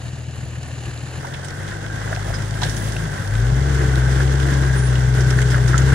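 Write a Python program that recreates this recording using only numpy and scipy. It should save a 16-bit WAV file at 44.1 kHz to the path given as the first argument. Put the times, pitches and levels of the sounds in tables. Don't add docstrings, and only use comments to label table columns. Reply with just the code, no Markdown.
import sys
import numpy as np
from scipy import signal
from scipy.fft import irfft
from scipy.io import wavfile
from scipy.ndimage import uniform_filter1d

SR = 44100
rng = np.random.default_rng(int(sys.argv[2]) if len(sys.argv) > 2 else 0)


def to_wav(s):
    ch = np.atleast_2d(s).T
    pcm = np.round(np.clip(ch, -1, 1) * 32767)
    wavfile.write(sys.argv[1], SR, pcm.astype(np.int16))


N = 261951

# time in seconds, firing rate in Hz,
# rms level in dB of the firing tone, rms level in dB of its octave (levels before the left-right balance).
ENGINE = [(0.0, 40.39, -51, -36), (0.4, 40.37, -56, -35), (0.99, 39.49, -59, -36), (1.42, 44.48, -52, -38),
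          (1.65, 49.28, -46, -34), (1.97, 53.04, -36, -30), (2.25, 50.93, -32, -27),
          (2.48, 52.72, -32, -26), (3.02, 54.54, -29, -28), (3.18, 47.76, -37, -32),
          (3.24, 47.31, -39, -27), (3.35, 54.16, -23, -19), (3.52, 63.49, -20, -17),
          (3.67, 68.66, -20, -21), (4.0, 63.51, -19, -18), (4.3, 66.84, -19, -19), (4.52, 67.51, -20, -19),
          (4.92, 63.11, -21, -17), (5.26, 63.76, -21, -16), (5.65, 62.31, -21, -16),
          (5.94, 67.97, -17, -15)]
# time in seconds, lead in radians.
TONE_LEAD = [(0, -2.5), (1.5, 2.5), (3.2, 5.5), (3.3, 6), (3.6, -2)]
# multiple of the firing rate, rms level at idle in dB, lead in radians.
IDLE_TONES = [(4, -47, -3.1), (6, -55, .6), (7, -60, -1), (8, -58, .5), (9, -60, 2.2)]
# centre in seconds, spread in seconds, rise in dB.
LIFT_OFF = (3.05, 0.046, 12.8)
# time in seconds, rms level in dB.
LOPE = [(0, -38), (.6, -38.5), (1.1, -36.5), (1.5, -40.5), (2.0, -34), (2.7, -30), (3.0, -33), (3.25, -29),
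        (3.6, -29.5), (4.5, -33), (5.94, -25.5)]
IDLE_HZ = 40
IDLE_FADE_DB_PER_HZ = -1
TWELFTH_DB, TWELFTH_DB_PER_HZ = -32.5, -0.5473
WAVER_DB = 0.31
BASS_LEFT_DB = 3.5


def exhaust():
    rate, tone_db, octave_db = curves(ENGINE)
    above_idle_hz = rate - IDLE_HZ
    turns = .2 + np.cumsum(rate) / SR
    phase = 2 * np.pi * turns
    tone_db = tone_db + WAVER_DB * wobble(0.024)
    octave_db = octave_db + WAVER_DB * wobble(0.013)
    twelfth_db = TWELFTH_DB + TWELFTH_DB_PER_HZ * above_idle_hz + bump(*LIFT_OFF)
    twelfth_db = twelfth_db + 2 * WAVER_DB * wobble(0.06)

    tones = amp(tone_db) * np.cos(phase + curves(TONE_LEAD)[0])
    tones += amp(octave_db) * np.cos(2 * phase)
    tones += amp(twelfth_db) * np.cos(3 * phase + 2.4)
    for multiple, idle_db, lead in IDLE_TONES:
        level_db = idle_db + IDLE_FADE_DB_PER_HZ * above_idle_hz
        tones += amp(level_db) * np.cos(multiple * phase + lead)
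    tones += gear_whine(phase)
    beat = amp(curves(LOPE)[0]) * lope(rate, turns)
    balance = amp([[BASS_LEFT_DB / 2], [-BASS_LEFT_DB / 2]])
    return (np.sqrt(2) * tones + beat) * balance


IDLING = [.47, -.09, .14, .04, .26, -.82]
PULLING = [.34, .04, -.06, -.16, .57, -.73]
# frequency in Hz, width of one pass in Hz, relative gain in dB idling,
# relative gain in dB pulling.
PIPE = [(120, 39, -7, 10), (139, 26, 1, -20), (142, 30, -20, 0)]
SCATTER = .07


def lope(rate, turns):
    load = np.clip((rate - 53) / 10, 0, 1)
    count = np.floor(turns + .58 + .2 * load).astype(int)
    cylinder = (count - 1) % len(IDLING)
    strength = (1 - load) * np.take(IDLING, cylinder) + load * np.take(PULLING, cylinder)
    strength += SCATTER * rng.standard_normal(count[-1] + 9)[count]
    pulses = strength * np.diff(count, prepend=0)
    ring = 0
    for hz, width, idle_db, pull_db in PIPE:
        mode = resonate(resonate(pulses, hz, width), hz, width)
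        ring = ring + amp(idle_db + load * (pull_db - idle_db)) * mode
    return ring / np.sqrt(uniform_filter1d(ring ** 2, SR // 2) + 1e-20)


# time in seconds, rms level in dB before it wavers.
WHINE = [(0, -62), (3.3, -58), (3.4, -47), (3.6, -42), (3.7, -35), (3.82, -34), (4.03, -45), (4.2, -41),
         (4.45, -38), (4.65, -42), (4.97, -47), (5.08, -36), (5.2, -38), (5.5, -34), (5.62, -38),
         (5.72, -49), (5.9, -35), (5.94, -35)]
WHINE_ORDER = 40 / 6


def gear_whine(phase):
    level_db = curves(WHINE)[0] + 1.0 * wobble(0.05)
    return amp(level_db) * np.cos(WHINE_ORDER * phase + 0.25 * wobble(0.06))


# time in seconds, swing in dB, lead in radians.
BEAT = [(0, 2.2, 2.4), (1.15, 3, 2.4), (1.3, 1, 2.5), (3.1, .8, 3.2), (3.6, .5, .7), (4.7, 1.3, .7),
        (5.5, 1.2, -.6)]


def throb():
    depth_db, lead = curves(BEAT)
    return depth_db * np.cos(2 * np.pi * np.cumsum(curves(ENGINE)[0]) / SR + lead)


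# start in seconds, nominal peak in dB, pitch in Hz,
# decay by 60 dB in seconds.
KNOCKS = [(1.246, -21, 940, .07), (1.339, -29, 3450, .08), (1.346, -27, 2500, 0.078),
          (1.274, -32, 546, .07), (1.2737, -26, 1910, 0.05), (1.719, -20.5, 1620, 0.11),
          (1.9007, -22, 1560, .04), (2.0753, -20, 1590, 0.046), (2.112, -25, 590, .07),
          (2.125, -19.5, 640, 0.14), (2.129, -10.5, 1580, 0.045), (2.171, -23, 720, 0.09),
          (2.28, -26, 660, .08), (2.303, -21, 620, 0.061), (2.337, -20, 1370, 0.079),
          (2.349, -26, 1990, .05), (2.617, -20, 1000, 0.075), (2.622, -17.5, 930, .09),
          (2.63, -18, 780, .1), (2.634, -19, 3220, .05), (2.633, -29, 1750, 0.037), (2.638, -15, 1640, .06),
          (2.646, -20, 1730, 0.1), (2.652, -25, 490, 0.088), (2.959, -26, 620, .05),
          (2.9648, -19, 1550, .035), (2.9659, -20, 2700, 0.037), (4.205, -15.5, 1610, 0.045),
          (4.7408, -17, 1600, .05), (5.3274, -19, 1520, 0.046), (5.3883, -10, 1720, 0.039),
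          (5.42, -17, 2020, .04), (5.4357, -19, 1700, .04), (5.53, -16, 1680, 0.025),
          (5.5445, -7, 1550, 0.045), (5.551, -18, 1550, 0.054), (5.56, -21.5, 1230, 0.082),
          (5.7335, -11.5, 1620, 0.032), (5.743, -7, 1330, 0.081), (5.9216, -15, 1500, .05)]


def knocks():
    return bursts(KNOCKS, .2, 450, click=18, skirt_share=.7)


# start in seconds, nominal peak in dB, brightest Hz,
# decay by 60 dB in seconds.
SPLATS = [(0.8548, -26, 2720, 0.035), (1.338, -23, 3500, 0.063), (1.4462, -23.5, 8080, 0.08),
          (1.484, -22.5, 5600, 0.045), (1.6784, -25.5, 3450, 0.065), (2.1497, -25, 4840, 0.055),
          (2.3401, -24, 5100, 0.14), (2.6174, -19, 3880, 0.096), (2.6322, -13.5, 3940, 0.098),
          (2.6663, -22, 3450, 0.16), (2.6952, -19.5, 5460, 0.11), (2.767, -21, 6200, 0.077),
          (2.9208, -23, 5900, 0.058), (2.9652, -25, 6000, 0.026), (4.2757, -25, 2870, 0.042),
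          (4.429, -22, 3250, 0.05), (4.5351, -24, 6040, 0.077), (4.789, -25, 5810, 0.065),
          (4.9542, -20, 2900, 0.047), (5.2062, -19.5, 5730, 0.071), (5.3053, -17, 5760, 0.047),
          (5.4167, -18, 7160, 0.054), (5.47, -23, 3270, 0.055), (5.5019, -20.5, 5200, 0.17),
          (5.5448, -45.5, 5640, 0.014), (5.679, -17.5, 5600, 0.11), (5.7788, -10.5, 6800, 0.042),
          (5.8217, -29, 6120, 0.045), (5.8631, -24, 3630, 0.05)]


def splats():
    return bursts(SPLATS + spits(), 1.0, 1800, click=1.5, skirt_share=4.8)


# time in seconds, rise of mechanical noise in dB
WORK = [(0, 0.5), (.45, 0), (.8, 4), (1.05, 5), (1.25, 5.5), (1.5, 7), (1.72, 8), (1.9, 6), (2.0, 11.5),
        (2.2, 11.5), (2.4, 9.5), (2.8, 10.5), (3.25, 10.5), (3.85, 15), (4.5, 15), (5.0, 13), (5.37, 15),
        (5.94, 16.5)]
SPITS, SPIT_DB, SPIT_S = 25, -34, 0.015
SPIT_LOW_HZ, SPIT_HIGH_HZ = 2450, 6500


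def spits():
    when, pitch, size = rng.random((SPITS, 3)).T
    seconds = when * N / SR
    peak_db = SPIT_DB + 0.66 * np.interp(seconds, *np.transpose(WORK)) + 5 * size
    hz = SPIT_LOW_HZ * (SPIT_HIGH_HZ / SPIT_LOW_HZ) ** pitch
    return [(s, db, f, SPIT_S) for s, db, f in zip(seconds, peak_db, hz)]


def bursts(rows, width_share, lo_hz, click, skirt_share):
    out = np.zeros((2, N + SR // 4))
    t = np.arange(SR // 4) / SR
    for s, db, hz, decay_s in rows:
        puff = rng.standard_normal((2, len(t))) * amp(-60 * t / max(decay_s, .004))
        puff = puff + click * (t == 0)
        puff = resonate(puff, hz, width_share * hz) + 1.7 * resonate(puff, hz, 0.15 * hz)
        puff = resonate(band(puff, lo_hz, 19300), hz, skirt_share * hz)
        port_hz, *port_db = np.transpose(PORTS[int(s > TURN_S)])
        heard = np.mean([amp(np.interp(hz, port_hz, d)) for d in port_db])
        out[:, round(s * SR):][:, :len(t)] += amp(db) / heard * puff / abs(puff).max()
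    return aimed(*ports(*out[:, :N]))


# start in seconds, length in seconds, frequency in Hz,
# rms level in dB before the swell and port gains, left gain in dB.
SQUEAKS = [(2.333, 0.049, 5050, -34, -11), (4.752, 0.082, 9350, -36, -7), (4.8, 0.14, 9460, -39.5, -6)]


def squeaks():
    out = np.zeros((2, N))
    for s, length, hz, db, left_db in SQUEAKS:
        t = np.arange(0, length, 1 / SR)
        swell = np.sin(np.pi * (t / length) ** .7) ** 2
        phase = 2 * np.pi * hz * t + .3 * wobble(.006)[:len(t)]
        tone = np.sqrt(2) * amp(db) * swell * np.cos(phase)
        out[:, round(s * SR):][:, :len(t)] += tone * amp([[left_db], [1.5]])
    return out


# time in seconds, frequency in Hz,
# level in dB before throb and rattle.
BAY = [(1.15, 1500, -73), (1.25, 1500, -50), (1.55, 1520, -43), (1.72, 1570, -42), (1.95, 1590, -38),
       (2.2, 1680, -49), (2.45, 1540, -49), (2.8, 1620, -41.5), (3.25, 1570, -42), (3.6, 1510, -43),
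       (4.0, 1530, -36), (4.3, 1600, -41.5), (4.7, 1610, -35), (5.0, 1540, -39.5), (5.3, 1530, -33.5),
       (5.6, 1560, -45), (5.94, 1580, -38.5)]
BAY_WIDTH_HZ = 115
BAY_UPPER, BAY_UPPER_DB = 1.23, -12.5
BAY_BEAT, BAY_GRAIN_DB = 0.97, 1


def bay():
    hz, db = curves(BAY)
    db = db + BAY_BEAT * throb() + BAY_GRAIN_DB * wobble(0.0073)
    slow = rng.standard_normal((2, 2, N)) + 1j * rng.standard_normal((2, 2, N))
    low_pass = signal.butter(N=2, Wn=BAY_WIDTH_HZ / 2, fs=SR, output="sos")
    slow = signal.sosfilt(low_pass, slow)
    rings = 0
    for noise, ratio, ring_db in zip(slow, (1, BAY_UPPER), (0, BAY_UPPER_DB)):
        carrier = np.exp(2j * np.pi * np.cumsum(ratio * hz) / SR)
        rings = rings + amp(ring_db) * (noise * carrier).real
    heard = ports(*rings)[1]
    return amp(db) * heard / np.std(heard.mean(0))


# centre in seconds, spread in seconds, rise in dB before each band's share.
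CHURNS = [(1.46, 0.08, -1), (2.19, 0.12, 0.5), (2.8, 0.17, 7), (4.46, 0.21, 1), (5.37, 0.26, 2)]
# low edge in Hz, high edge in Hz, rms level at rest in dB, rise with speed in dB per Hz,
# share of work, share of churn, step in dB as the aim changes, quick unevenness in dB,
# slow unevenness in dB, share of the throb.
NOISES = [(47, 139, -41.5, -0.062, .1, .1, 5, 0.88, 5.8, .1),
          (100, 232, -55.5, 0.064, 0.65, 1.24, 6, 1.6, 1.7, .1),
          (297.5, 410, -55, 0.59, 0.66, .01, -5, 0.85, 1, 0.34),
          (65.4, 456, -45, 0.29, 0.23, 0.17, 0, 0.77, 1.2, 0.34),
          (462, 912, -47.5, 0.042, 0.5, 0.12, 0.5, 1.9, 0.24, .3),
          (995, 2460, -48, -0.013, 0.91, .01, 2, 1.3, 1.28, 0.89),
          (2390, 8430, -48, 0.068, 0.59, 0.49, -2, 1.15, 0.66, 0.42),
          (9100, 18200, -60.5, -0.19, 1, 1.15, 0, 2.1, 1.6, .45)]


def machinery():
    shared = wobble(0.037)
    beat_db = throb()
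    faster_hz = curves(ENGINE)[0] - IDLE_HZ
    work_db = curves(WORK)[0]
    churn_db = sum(bump(*c) for c in CHURNS)
    out = 0
    for (lo_hz, hi_hz, rest_db, db_per_hz, by_work, by_churn,
         step_db, quick_db, slow_db, by_beat) in NOISES:
        flicker = amp(quick_db * wobble(0.0032) + slow_db * shared + by_beat * beat_db)
        noise = band(rng.standard_normal((2, N)) * flicker, lo_hz, hi_hz)
        before, after = (h / np.std(h.mean(0)) for h in ports(*noise))
        level_db = rest_db + db_per_hz * faster_hz + by_work * work_db + by_churn * churn_db
        out = out + amp(level_db) * aimed(before, amp(step_db) * after)
    return out


# frequency in Hz, left gain in dB, right gain in dB.
PORTS = [
    [(280, -9.5, -13), (1330, -22.5, -17), (1750, -15, -14), (2150, -22, -21), (2980, -12, -17),
     (3320, -22, -22.5), (4120, -16, -19.5), (5330, -22, -27.5), (6150, -31, -18.5), (6800, -17.5, -15.5),
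     (11240, -29, -30), (13100, -53, -51), (14700, -44, -47), (15800, -42, -39)],
    [(254, -12, -15), (1060, -15, -10.5), (1227, -20.5, -14.5), (1310, -13, -11), (1550, -10, -10),
     (2177, -14.5, -20.5), (2500, -26, -22), (3360, -21.5, -16.5), (4080, -24.5, -22), (5760, -32, -18),
     (9240, -34.5, -21.5), (9700, -28.5, -31.5), (11540, -28, -27), (11820, -53, -52), (15740, -36, -37)],
]
# frequency in Hz, left-right likeness from 0 to 1, radians by which the left leads.
PAIR = [
    [(250, 0.91, 0.5), (1020, 0.71, -1.1), (1370, 0.22, 1), (1720, 1, 1), (2090, 0.24, 1.5),
     (2330, 0.61, 1), (4140, 0.92, 0.85), (5900, 0.52, 2), (7230, 1, 1), (10100, 1, 5.5), (10200, 0.79, 6),
     (12400, 0.96, 9), (15100, 0.88, 14)],
    [(235, 0.79, 0), (840, 0.77, -2), (1280, 0.026, -3.5), (1550, 0.99, 0.57), (1950, 0.94, 0.5),
     (2660, 0.052, -7), (3450, 0.087, -4.5), (4670, 0.027, 10), (8080, 0.41, -12), (9480, 0.68, 2),
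     (11450, 1, 9), (11500, 0.77, 5), (15000, 1, 14.5)],
]


def ports(direct, scattered):
    size = 2048
    advance = size // 8
    log_hz = np.log(np.fft.rfftfreq(size, 1 / SR) + 1)
    out = []
    for colour, pair in zip(PORTS, PAIR):
        colour_hz, left_db, right_db = np.transpose(colour)
        pair_hz, same, lead = np.transpose(pair)
        left_db, right_db = (np.interp(log_hz, np.log(colour_hz), db) for db in (left_db, right_db))
        same, lead = (np.interp(log_hz, np.log(pair_hz), v) for v in (same, lead))
        same = np.clip(same, 0, 1)
        left = causal(left_db)
        shifted = amp(right_db) * same * np.exp(1j * (np.angle(left) - lead))
        unrelated = causal(right_db) * np.sqrt(1 - same ** 2)
        taps = np.roll(irfft([left, shifted, unrelated]), advance, 1)
        heard = signal.oaconvolve([direct, direct, scattered], taps, axes=1)[:, advance:][:, :N]
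        out.append(np.array([heard[0], heard[1] + heard[2]]))
    return out


TURN_S = 1.19


def aimed(before, after):
    share = np.clip((np.arange(N) / SR - TURN_S) / 0.0026, 0, 1)
    return (1 - share) * before + share * after


def causal(gain_db):
    log_gain = np.log(amp(np.r_[gain_db, gain_db[-2:0:-1]]))
    return np.exp(np.conj(signal.hilbert(log_gain)))[:len(gain_db)]


def resonate(x, hz, width):
    pole = np.exp((2j * np.pi * hz - np.pi * width) / SR)
    return 2 * signal.lfilter([1 - abs(pole)], [1, -pole], x).real


def band(x, lo_hz, hi_hz):
    return signal.sosfilt(signal.butter(N=3, Wn=[lo_hz, hi_hz], btype="band", fs=SR, output="sos"), x)


def wobble(seconds):
    width = max(round(seconds * SR), 2)
    return evened(uniform_filter1d(uniform_filter1d(rng.standard_normal(N), width), width))


def bump(s, spread, db):
    return db * np.exp(-((np.arange(N) / SR - s) / spread) ** 2 / 2)


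def curves(rows):
    s, *columns = np.transpose(rows)
    return [np.interp(np.arange(N) / SR, s, c) for c in columns]


def evened(x):
    return x / np.sqrt(np.mean(x ** 2) + 1e-20)


def amp(db):
    return 10 ** (np.asarray(db) / 20)


def scene():
    return exhaust() + knocks() + splats() + squeaks() + bay() + machinery()


EDGE_HZ = 15800


def record(dry):
    low_pass = signal.firwin(511, EDGE_HZ, window=("kaiser", 9), fs=SR)
    return signal.oaconvolve(dry, low_pass[None], "same")


dry = scene()
out = record(dry)
to_wav(out)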